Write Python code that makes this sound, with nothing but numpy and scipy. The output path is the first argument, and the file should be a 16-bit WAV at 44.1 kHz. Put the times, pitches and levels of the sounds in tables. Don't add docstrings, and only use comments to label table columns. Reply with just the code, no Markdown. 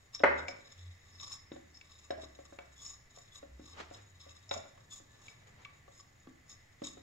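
import sys
import numpy as np
from scipy import signal
from scipy.fft import rfft, irfft, next_fast_len
from scipy.io import wavfile
from scipy.ndimage import uniform_filter1d

SR = 44100
rng = np.random.default_rng(int(sys.argv[2]) if len(sys.argv) > 2 else 0)


def store_wav(level_fs):
    pcm = np.round(np.clip(np.atleast_2d(level_fs), -1, 1) * 32767)
    wavfile.write(sys.argv[1], SR, pcm.T.astype(np.int16))


N = 309582
T = np.arange(N) / SR

# (frequency [Hz], level [dB], t60 under a rub [s])
GLASS_MODES = [(1152, -8, 0.044), (2284, -14, 0.022), (2660, -15, 0.02), (3470, -9, 0.012),
               (3893, -2, 0.045), (3760, -7.5, 0.017), (5250, -1.9, 0.034), (5376, -3.5, 0.023),
               (5590, -8.5, 0.03), (6600, -9, 0.022), (6830, -0.2, 0.021), (7013, -4.5, 0.029),
               (7775, -4.5, 0.008), (10620, -18.5, 0.03)]


def wire_scrape(chatter, grit_per_s=2500, trail_db=-76.5, rasp_db=-11.5):
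    # (time [s], level [dB], rise [s], fall [s], low trim [dB], top trim [dB])
    strokes = [(0.15, -45, 0.014, 0.014, -2.5, -8.5), (0.39, -62.5, 0.012, 0.026, 7, -6),
               (0.488, -49, 0.011, 0.027, -16, -16), (.69, -75, 0.048, 0.3, 0.1, -9),
               (1.148, -63, 0.033, 0.039, -11.5, -11), (1.243, -53.5, 0.051, 0.046, -3, -7),
               (1.325, -52.5, 0.015, 0.027, 1.5, 0.5), (1.762, -62.5, 0.035, 0.031, -28, -20),
               (1.955, -71.5, 0.16, 0.31, 2, -0.5), (2.23, -65, 0.017, 0.019, 4, 1.5),
               (2.87, -59, 0.084, 0.067, -4, 0.5), (3.18, -68, 0.065, 0.055, -1, -1),
               (3.359, -64, 0.031, 0.028, 1.3, 5.5), (3.684, -64.5, 0.061, 0.099, 1.5, -3.5),
               (3.946, -68.5, 0.021, 0.028, -8, 2.5), (4.241, -67.5, 0.05, 0.11, 2.5, -7),
               (4.516, -48, 0.0051, 0.057, -3.7, -7), (4.937, -65, 0.028, 0.056, 1, 9.5),
               (5.284, -68, 0.062, 0.044, 2, 3), (5.99, -68.5, 0.049, 0.023, -7, -1),
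               (6.499, -64.5, 0.016, 0.044, 0.5, 3), (6.842, -60, 0.013, 0.071, 2.5, 3.5)]
    at, level_db, rise_s, fall_s, low_db, top_db = np.transpose(strokes)
    trail = undb(trail_db + 3.5 * walk(3.8))
    for lift_s in (1.473, 3.06):
        trail *= 1 - np.exp(-((T - lift_s) / 0.064) ** 2)
    low = swells(at, level_db + low_db, rise_s, fall_s) + trail
    middle = swells(at, level_db, rise_s, fall_s) + trail * undb(-5.5)
    top = swells(at, level_db + top_db, rise_s, fall_s) + trail
    grit = unit((rng.random(N) < grit_per_s / SR) * rng.exponential(size=N))
    rasp = band(band((grit + 2.5) * pair(1.0), 6900, 9000), 10000, 14000)
    out = top * undb(rasp_db) * unit(rasp)
    for hz, db, t60 in GLASS_MODES:
        force = chatter * (grit + 0.92) * rng.standard_normal(N) * undb(2.5 * walk(17))
        pressure = top if hz > 6000 else middle if hz > 4500 else low
        out += ring(undb(db) * noise_drive(t60) * force * pressure, hz, t60)
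    return out


def wire_clinks(scatter_db=2.5, skid_s=0.0025):
    # (time [s], level [dB], spectral centre [Hz])
    hits = [(0.147, -33.5, 5400), (0.193, -39.5, 3840), (0.481, -23, 2110), (0.484, -40, 5500),
            (1.198, -37.5, 3420), (1.2307, -45, 5300), (1.318, -37.5, 5400), (1.326, -37.5, 5600),
            (1.517, -45, 3770), (1.811, -38.5, 2450), (2.105, -39, 4320), (2.587, -38, 2440),
            (2.862, -39, 5350), (2.888, -47.5, 5900), (3.357, -47, 3900), (3.944, -42.5, 3880),
            (4.491, -41.5, 5240), (4.51, -24, 3300), (5.281, -36, 2390), (5.648, -32, 2400),
            (5.656, -46, 1160), (5.878, -49, 1192), (5.997, -43.5, 1300), (6.27, -48, 1190),
            (6.494, -45.5, 6830), (6.836, -40.5, 4400)]
    at, level_db, centre_hz = np.transpose(hits)
    tick = unit(band(band(pair(0.3), 2400, 3100), 2600, 3600))
    out = tick * burst(at, level_db - 19.5, fade_s=0.0031)
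    for hz, db, t60 in GLASS_MODES:
        drive_db = level_db + db / 2 + nearness_db(hz, centre_hz, 0.32)
        drive_db += scatter_db * rng.standard_normal(len(at))
        skid = blows(at, undb(drive_db), skid_s) * np.cos(2 * np.pi * hz * T)
        out += ring(skid, hz, 1.62 * t60)
    return out


def wire_squeaks(chatter):
    # (time [s], level [dB], half length [s])
    squeaks = [(2.8, -63.5, 0.034), (3.33, -63, 0.021), (4.927, -61, 0.028)]
    at, level_db, half_s = np.transpose(squeaks)
    wire = ring(chatter * rng.standard_normal(N), hz=3456, t60=0.027)
    return unit(wire) * swells(at, level_db, half_s, half_s)


def bowl_knocks(scatter_db=2.5, rock_hz=664, clack_lead_s=0.0015):
    # (time [s], level [dB], spectral centre [Hz])
    knocks = [(0.2023, -45.5, 530), (0.4845, -43.5, 630), (1.5172, -44, 331.3), (1.561, -52, 560),
              (2.1055, -36.5, 534), (2.2319, -50.5, 384), (2.3886, -53.5, 484), (2.5241, -55, 540),
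              (2.5875, -49, 771), (3.1735, -57.5, 557), (3.4285, -53, 534), (3.5958, -52, 306),
              (3.9105, -52, 568), (4.2647, -57, 492), (4.5115, -37, 800), (4.653, -61, 577),
              (4.7755, -57, 904), (4.9985, -57.5, 340), (5.8806, -60.5, 595), (6.271, -49.5, 267),
              (6.8186, -42.5, 368), (6.971, -52, 357)]
    # (frequency [Hz], level [dB], t60 [s])
    body_modes = [(162, -1.5, 0.086), (259.2, -4, 0.14), (301.5, -6, 0.2), (336, -2, 0.045),
                  (444.4, -3.5, 0.023), (552.3, 0.96, 0.16), (638, -4.5, 0.083), (713, -5, 0.049),
                  (775.5, -2.5, 0.038), (1046, -9.5, 0.073)]
    # (time [s], level [dB], half length [s])
    rocks = [(2.171, -47, 0.05), (2.652, -61, 0.034), (4.566, -47.5, 0.052)]
    at, level_db, centre_hz = np.transpose(knocks)
    rock_at, rock_db, half_s = np.transpose(rocks)
    rattle = swells(rock_at, rock_db, half_s, half_s) * undb(3.1 * walk(80)) * rng.standard_normal(N)
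    out = 0
    for hz, db, t60 in body_modes:
        rocking = rattle * noise_drive(t60) * undb(db + nearness_db(hz, rock_hz, 0.15))
        out += ring(rocking, hz, t60, spread_s=0.00094)
        scatter, polarity = rng.standard_normal((2, len(at)))
        drive_db = level_db + db + nearness_db(hz, centre_hz, 0.73) + scatter_db * scatter
        force = blows(at, undb(drive_db) * np.sign(polarity), contact_s=0.00043)
        out += ring(force, hz, t60, spread_s=0.00067)
    clack_db = level_db - 6 + 6 * np.log2(centre_hz / 550)
    clack = burst(at - clack_lead_s, clack_db, fade_s=0.0079) * unit(band(pair(0.78), 1200, 1500))
    return out + band(band(clack, 1300, 3800), 890, 2600)


def batter_squelch():
    # (time [s], level [dB], rise [s], fall [s])
    drags = [(3.796, -54.5, 0.037, 0.073), (3.95, -63.5, 0.063, 0.081), (5.27, -67.5, 0.1, 0.076),
             (5.6, -69, 0.19, 0.13)]
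    grain = undb(3.3 * walk(70))
    squelch = grain * band(band(pair(0.16), 580, 2100), 710, 3300)
    return unit(squelch) * swells(*np.transpose(drags))


def far_bang(at_s=0.235, rise_s=0.0031, fade_s=0.0081):
    # (frequency [Hz], relative level [dB])
    spectrum = [(170, -31), (320, -5.5), (554, -5), (2000, -10), (3600, -32.5), (9000, -52)]
    age = np.maximum(T - at_s, 0)
    thump = unit(colour(pair(0.49), spectrum)) * np.exp(-age / fade_s) * (1 - np.exp(-age / rise_s))
    jolt = blows(np.array([at_s]), undb(-13), contact_s=0.0005)
    bowl = ring(jolt, hz=553, t60=0.14, spread_s=0.0003)
    return undb(-13) * (thump + bowl) * pan(1.7)


def distant_engine():
    # (time [s], firing tone [Hz], level [dB])
    drone = [(.1, 72.7, -89), (0.29, 73, -58), (.45, 88.4, -64.5), (0.7, 87.4, -91), (0.79, 88.7, -61.5),
             (0.9, 84.8, -52.5), (1.02, 87.6, -73.5), (1.22, 85, -67), (1.98, 74.7, -76), (2.23, 67, -63),
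             (2.45, 69.3, -75), (2.95, 68.6, -67.5), (3.24, 67.8, -93), (3.55, 69.5, -59.5),
             (3.66, 76.5, -68), (4.05, 89.1, -65.5), (4.43, 92.7, -70), (4.56, 91.4, -57), (4.7, 87.6, -80),
             (7.02, 71.8, -76.5)]
    at, hz, db = np.transpose(drone)
    pitch_hz = np.interp(T, at, hz) * (1 + 0.064 * walk(14))
    gain = undb(np.interp(T, at, db) + 1.8 * walk(15))
    return np.sqrt(2) * gain * np.sin(2 * np.pi * np.cumsum(pitch_hz) / SR)


def fan_hiss(hiss_db=-69.5):
    # (frequency [Hz], relative level [dB])
    spectrum = [(20, -5.5), (50, -11.5), (110, -5.5), (190, -21), (860, -22.5), (2040, -27), (3600, -31),
                (7160, -31), (15600, -31.5)]
    # (centre [Hz], width [Hz], level [dB])
    fan_bands = [(105, 39, -72.5), (1736, 19, -82), (1992, 220, -75.5)]
    out = unit(colour(pair(0.14), spectrum)) * undb(hiss_db)
    for hz, width_hz, db in fan_bands:
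        out += unit(band(pair(0.13), hz, width_hz)) * undb(db + 1.7 * walk(2.816))
    return out


def room(x):
    # (band centre [Hz], t60 [s])
    decays = [(150, 0.75), (500, 0.3), (1500, 0.56), (4000, 0.49), (9000, 0.083)]
    t = np.arange(SR) / SR
    echo = sum(band(rng.standard_normal((2, SR)), hz, hz) * undb(-60 * t / t60) for hz, t60 in decays)
    echo *= np.minimum(t / 0.016, 1)
    echo /= np.sqrt(np.sum(echo ** 2) / 2)
    return signal.fftconvolve(x.mean(axis=0)[None], echo, axes=1)[:, :N]


def undb(db):
    return 10 ** (np.asarray(db) / 20)


def unit(x):
    return x / np.sqrt(np.mean(x ** 2))


def pan(left_db):
    return undb(np.array([[left_db], [-left_db]]) / 2)


def band(x, hz, width_hz):
    return signal.lfilter(*signal.iirpeak(hz, hz / width_hz, fs=SR), x)


def colour(x, table):
    hz, db = np.transpose(table)
    size = next_fast_len(N)
    bins_hz = np.arange(size // 2 + 1) * SR / size + 1
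    gain = undb(np.interp(np.log(bins_hz), np.log(hz), db))
    return irfft(rfft(x, size) * gain, size)[..., :N]


def walk(rate):
    hold = int(SR / rate)
    steps = np.repeat(rng.standard_normal(N // hold + 1), hold)
    return unit(uniform_filter1d(uniform_filter1d(steps, hold), hold)[:N])


def pair(correlation):
    mid, side = rng.standard_normal((2, N)) * np.sqrt([[1 + correlation], [1 - correlation]])
    return np.array([mid + side, mid - side]) / np.sqrt(2)


def ring(force, hz, t60, spread_s=0.00033):
    fade, turn = np.exp(-np.log(1000) / (t60 * SR)), 2 * np.pi * hz / SR
    out = signal.lfilter([0, fade * np.sin(turn)], [1, -2 * fade * np.cos(turn), fade ** 2], force)
    return np.array([np.roll(out, int(spread_s * SR * rng.uniform(-1, 1))), out])


def noise_drive(t60):
    return np.sqrt(np.log(1000) / (t60 * SR))


def nearness_db(hz, centre_hz, width_oct):
    return -6 * (np.log2(hz / centre_hz) / width_oct) ** 2


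def blows(seconds, gain, contact_s):
    force = np.zeros(N)
    force[(seconds * SR).astype(int)] = gain
    push = np.hanning(int(contact_s * SR) + 3)
    return np.convolve(force, push / push.sum())[:N]


def burst(seconds, db, fade_s):
    return signal.lfilter([1], [1, -np.exp(-1 / (fade_s * SR))], blows(seconds, undb(db), 0.0033))


def swells(seconds, db, rise_s, fall_s):
    return sum(undb(level) * np.exp(-((T - at) / np.where(T < at, rise, fall)) ** 2)
               for at, level, rise, fall in zip(seconds, db, rise_s, fall_s))


def scene():
    chatter = unit(undb(4 * walk(110)))
    wires = (wire_scrape(chatter) + wire_clinks() + wire_squeaks(chatter)) * pan(2.3)
    bass_cut = signal.butter(2, 140, "high", fs=SR, output="sos")
    bowl = signal.sosfilt(bass_cut, bowl_knocks())
    bang = signal.sosfilt(bass_cut, far_bang())
    reverb = room(undb(-10.5) * wires + undb(-6) * bowl + undb(-4.5) * bang)
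    return wires + bowl + bang + reverb + batter_squelch() + distant_engine() + fan_hiss()


def record(dry, top_hz=15750):
    # (frequency [Hz], gain [dB])
    stereo_width = [(100, -17), (280, -4.5), (500, 2), (2000, 1), (8000, -4.5), (14000, -16.5)]
    # (frequency [Hz], gain [dB])
    treble_shelf = [(20, 5.5), (7400, 4), (8600, -6)]
    mid, side = dry.mean(axis=0), colour((dry[0] - dry[1]) / 2, stereo_width)
    heard = colour(np.array([mid + side, mid - side]), treble_shelf)
    return signal.sosfilt(signal.ellip(10, .2, 60, top_hz, fs=SR, output="sos"), heard)


dry = scene()
out = record(dry)
store_wav(out)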